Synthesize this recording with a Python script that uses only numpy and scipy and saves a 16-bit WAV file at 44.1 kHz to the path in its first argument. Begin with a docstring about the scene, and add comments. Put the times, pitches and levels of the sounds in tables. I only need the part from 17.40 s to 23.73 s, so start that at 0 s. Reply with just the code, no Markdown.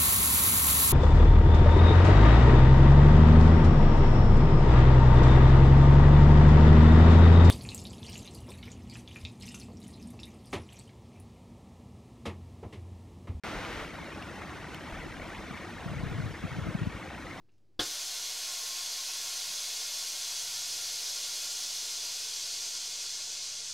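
"""Air jets into the evacuated chamber of a vacuum sealer, and its turbulence excites the resonances
of the hollow steel machine. The hiss is steady while the inlet is choked, then dulls as the flow eases.
It begins with the clack of a solenoid valve, a brief squeal and a faint whistle. Beneath it lies
a quiet workshop: room air, mains hum, a far motor, a few small ticks and one soft bump."""
import sys
import numpy as np
from scipy import signal
from scipy.fft import rfft, irfft
from scipy.io import wavfile

SR = 44100
rng = np.random.default_rng(int(sys.argv[2]) if len(sys.argv) > 2 else 0)


def persist_wave(psi):
    """Save psi, clipped to +-1, as 16-bit WAV."""
    counts = np.round(np.clip(psi, -1, 1) * 32767).astype(np.int16)
    wavfile.write(sys.argv[1], SR, np.atleast_2d(counts).T)


N = 279197
TIME = np.arange(N) / SR
HZ = np.fft.rfftfreq(N, 1 / SR)
OPEN_S = .3925  # the valve opens

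# Noise spectrum of the workshop air: (frequency [Hz], relative density [dB])
AIR_SPECTRUM = [(15, -2), (45, 1), (75, -2.5), (160, 0.5), (240, -7), (320, 2), (450, -10), (700, -15),
                (1200, -23), (3500, -27), (4700, -24), (8000, -33.5), (15000, -40)]
# Accelerations of the motor: (midpoint [s], half length [s], pitch rise [Hz], level swell [dB])
MOTOR_REVS = [(3.2, 0.4, 6.5, 8.5), (6.3, .3, 11, 8)]
# Ticks in the machine before it vents: (time [s], level [dB], centre [Hz], width [octaves])
TICKS = [(0.086, -66, 1200, .8), (0.092, -67, 2900, 0.45), (.0985, -79, 2020, .7), (.119, -68, 5300, 0.38),
         (.139, -74, 5500, .35), (.181, -71, 4500, .8)]
# Impacts of the plunger rattling against its stop: (time [s], relative level [dB])
PLUNGER_IMPACTS = [(0.3922, -31), (.396, -33), (0.4016, -35.5), (0.4119, -37), (.4283, -42)]
# Modes of the valve and its housing: (frequency [Hz], relative level [dB], t60 [s])
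VALVE_MODES = [(107.4, -3.5, 0.11), (305, -13, 0.11), (346, -3, 0.11), (464, -1, 0.11), (730, -9, 0.31),
               (860, -14, .15), (1065, -14.5, 0.22), (1470, -5, 0.15), (1700, -14, 0.11), (1770, -15, 0.17),
               (3200, -16, .09), (3440, -14, .08), (4010, -13, .1), (4520, 0, 0.16)]
# Dense rattle of the sheet steel: (frequency [Hz], relative density [dB])
PANEL_SPECTRUM = [(60, -22), (110, 5), (200, -11), (370, 9.5), (650, -8), (1700, 2), (2300, -13.5),
                  (3500, 5), (5000, -2.5), (7000, -37), (15000, -30)]
# Turbulence at the inlet: (frequency [Hz], relative density [dB])
JET_SPECTRUM = [(60, -38), (260, -26), (600, -21.5), (1900, -16.9), (2400, -10.5), (3200, -11),
                (4500, -0.75), (6200, 0), (7600, -5.5), (8800, -7.5), (9800, -12.5), (11300, -8.5),
                (13300, -20), (15600, -20)]
# Resonances of the air line, chamber and cabinet: (frequency [Hz], width [Hz], lift [dB])
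CAVITY_MODES = [(344, 21, 11.0), (458, 53, 12.3), (595, 45, 10.6), (707, 75, 10.8), (749, 23, 7.5),
                (939, 82, 9.5), (1090, 81, 8.0), (1407, 67, 11.2), (1508, 34, 10.0), (1671, 102, 5.3),
                (1775, 29, 5.2), (1939, 54, 6.2), (2155, 36, 11.5), (2874, 123, 6.3), (3147, 42, 7.5),
                (3249, 44, 9.0), (3408, 125, 8.9), (3497, 27, 11.4), (3846, 38, 6.3), (4029, 33, 7.5),
                (4134, 20, 7.0), (4221, 80, 6.4), (4318, 20, 6.5), (4596, 55, 8.0), (4859, 35, 7.0),
                (5178, 134, 4.5), (5925, 45, 4.0), (6046, 34, 7.0), (6305, 236, 3.0), (6418, 25, 5.0),
                (6755, 50, 5.5), (7262, 95, 3.9), (10532, 43, 7.9), (11021, 71, 7.3), (11837, 64, 6.5)]


def amp(db):
    """Amplitude grows tenfold for every 20 dB."""
    return 10 ** (np.asarray(db) / 20)


def unit(x):
    """Normalisation to rms 1."""
    return x / np.sqrt(np.mean(x ** 2) + 1e-20)


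def spectrum(points):
    """Gain over HZ, by interpolation of levels on a log-frequency axis."""
    hz, db = np.transpose(points)
    return amp(np.interp(np.log(HZ + 1), np.log(hz + 1), db))


def below(hz):
    """Steep low-pass gain over HZ."""
    return 1 / (1 + (HZ / hz) ** 16)


def tint(x, gain):
    """Filtering multiplies the spectrum by a gain."""
    return irfft(rfft(x) * gain, N)


def noise(gain):
    """Filtered white noise takes the filter's spectrum; rms 1."""
    return unit(tint(rng.standard_normal(N), gain))


def waver(rate_hz):
    """Random fluctuation: low-passed noise of rms 1."""
    return noise(1 / (1 + (HZ / rate_hz) ** 2))


def decay(start_s, t60, rise_s=.00093):
    """Damping: after its rise, the envelope falls 60 dB in t60 seconds."""
    age = np.maximum(TIME - start_s, 0)
    return (1 - np.exp(-age / rise_s)) * amp(-60 * age / t60)


def echo(x, t60, lowest_hz):
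    """Diffuse reflections from table and walls decay exponentially and are weak in the bass."""
    t = TIME[:SR // 2]
    tail = rng.standard_normal(len(t)) * amp(-60 * t / t60) * (t > .004)
    reflections = signal.fftconvolve(x, tail / np.linalg.norm(tail))[:N]
    return tint(reflections, 1j * HZ / (lowest_hz + 1j * HZ))


def room(x, t60, wet_db, lowest_hz):
    """Direct and reflected sound add in power; the sum is scaled back to about that of x."""
    return (x + amp(wet_db) * echo(x, t60, lowest_hz)) / np.sqrt(1 + amp(2 * wet_db))


def workshop(hum_hz=100.2, hum_db=-77, air_db=-73.5):
    """The noise floor: a wavering tone of mains hum over broadband room air."""
    hum_rms = amp(hum_db + .5 * waver(rate_hz=2.8))
    hum = np.sqrt(2) * hum_rms * np.sin(2 * np.pi * hum_hz * TIME)
    return hum + amp(air_db) * noise(spectrum(AIR_SPECTRUM))


def far_motor(start_s=2.43, fade_s=.53, base_hz=115.5, base_db=-79.5):
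    """Rotation gives a tone and a weaker order a fifth above, both louder during acceleration."""
    hz, db = base_hz, base_db
    for middle_s, half_s, rise_hz, swell_db in MOTOR_REVS:
        progress = (TIME - middle_s) / half_s
        hz += rise_hz * (1 + np.tanh(progress)) / 2
        db += swell_db * np.exp(-progress ** 2)
    phase = 2 * np.pi * np.cumsum(hz) / SR
    orders = np.sqrt(2) * (np.sin(phase) + amp(-15) * np.sin(1.5 * phase))
    fade = np.clip((TIME - start_s) / fade_s, 0, 1)
    return fade * amp(db + .5 * waver(rate_hz=4.4)) * orders


def knock(start_s, db, hz, octaves, t60, rise_s):
    """A heavily damped contact radiates a short burst in one broad band."""
    band = np.exp(-.5 * (np.log2((HZ + 1) / hz) / octaves) ** 2)
    return amp(db) * decay(start_s, t60, rise_s) * noise(band)


def ticks_and_bump():
    """Brief contacts in the machine sound high; a slow, soft one in the workshop sounds low."""
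    ticks = sum(knock(*tick, t60=.017, rise_s=.0004) for tick in TICKS)
    bump = knock(start_s=2.07, db=-56.5, hz=180, octaves=.3, t60=.22, rise_s=.017)
    return room(ticks, t60=.35, wet_db=-1, lowest_hz=400) + bump


def valve_clack(ring_db=-6.5, rattle_db=4):
    """Impact excitation: each plunger blow rings the housing's modes and shakes the steel panels."""
    t = TIME[:SR // 2]
    modes = sum(amp(db - 60 * t / t60) * np.sin(2 * np.pi * hz * t) for hz, db, t60 in VALVE_MODES)
    blows = np.zeros(N)
    for s, db in PLUNGER_IMPACTS:
        blows[round(s * SR)] -= amp(db)
    ring = amp(ring_db) * signal.fftconvolve(blows, modes)[:N]
    panel_power = sum((amp(db) * decay(s, t60=.079)) ** 2 for s, db in PLUNGER_IMPACTS)
    rattle = amp(rattle_db) * np.sqrt(panel_power) * noise(spectrum(PANEL_SPECTRUM))
    return room(ring + rattle, t60=.38, wet_db=-9, lowest_hz=150)


def squeal(hz=3410, peak_db=-26, delay_s=.0052, width_s=.0045):
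    """Flow through a narrow gap: the barely open valve sounds a tone for an instant."""
    age = TIME - OPEN_S
    swell = amp(peak_db) * np.exp(-((age - delay_s) / width_s) ** 2) * (age > 0)
    return swell * np.sin(2 * np.pi * hz * age)


def whistle(pressure, hz=1070.5, width_hz=9.6, peak_db=-62, peak_atm=.16):
    """A flow tone: air across the valve seat sings in a narrow band around one low chamber pressure."""
    singing = np.exp(-.5 * np.log2(pressure / peak_atm + 1e-9) ** 2)
    band = np.exp(-.5 * ((HZ - hz) / width_hz) ** 2)
    return amp(peak_db) * singing * noise(band)


def filling(choked_s=2.846, critical_atm=.528):
    """Choked flow is constant up to the critical pressure, then eases as the chamber fills."""
    ramp_atm = critical_atm * np.maximum(TIME - OPEN_S, 0) / choked_s
    easing = np.clip((ramp_atm - critical_atm) / (1 - critical_atm), 0, np.pi / 2)
    pressure = np.minimum(ramp_atm, critical_atm) + (1 - critical_atm) * np.sin(easing)
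    return pressure, np.cos(easing)  # pressure [atm], flow [share of full]


def air_jet(flutter_db=.25, rough_db=.08, opening_s=.0033):
    """Turbulence drives the cavity resonances; as the flow eases, the top sizzle dies first."""
    turbulence = noise(spectrum(JET_SPECTRUM))
    lift_db = sum(db / (1 + (2 * (HZ - hz) / width) ** 2) for hz, width, db in CAVITY_MODES)
    air = tint(turbulence, amp(lift_db)) + amp(-2.5) * echo(turbulence, t60=.23, lowest_hz=600)
    low = below(2300) - below(550)
    middle = below(3900) - below(2300)
    top = 1 - below(9400)
    pressure, flow = filling()
    # Each band follows a power law of the pressure drop or of the flow.
    roar = amp(-52.5) * (1 - pressure) ** .22 * unit(tint(air, low))
    rush = amp(-46) * flow ** .42 * unit(tint(air, middle))
    hiss = amp(-38.5 + 2.1 * pressure) * flow ** .4 * unit(tint(air, 1 - low - middle - top))
    sizzle = amp(-48.5) * flow ** 1.47 * unit(tint(air, top))
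    eddies = amp(flutter_db * waver(rate_hz=9.9) + rough_db * waver(rate_hz=580))
    opening = 1 - np.exp(-np.maximum(TIME - OPEN_S, 0) / opening_s)
    return (roar + rush + hiss + sizzle + whistle(pressure)) * eddies * opening


def scene():
    """Superposition: the sources add and reach both channels alike."""
    mono = workshop() + far_motor() + ticks_and_bump() + valve_clack() + squeal() + air_jet()
    return np.array([mono, mono])


def record(dry):
    """Band limiting: the sound and a small steady offset pass a steep low-pass filter."""
    offset, edge_hz = -.001, 15800
    low_pass = signal.firwin(1023, edge_hz, window=("kaiser", 9), fs=SR)
    return signal.oaconvolve(dry + offset, low_pass[None], "same")


dry = scene()
out = record(dry)
persist_wave(out)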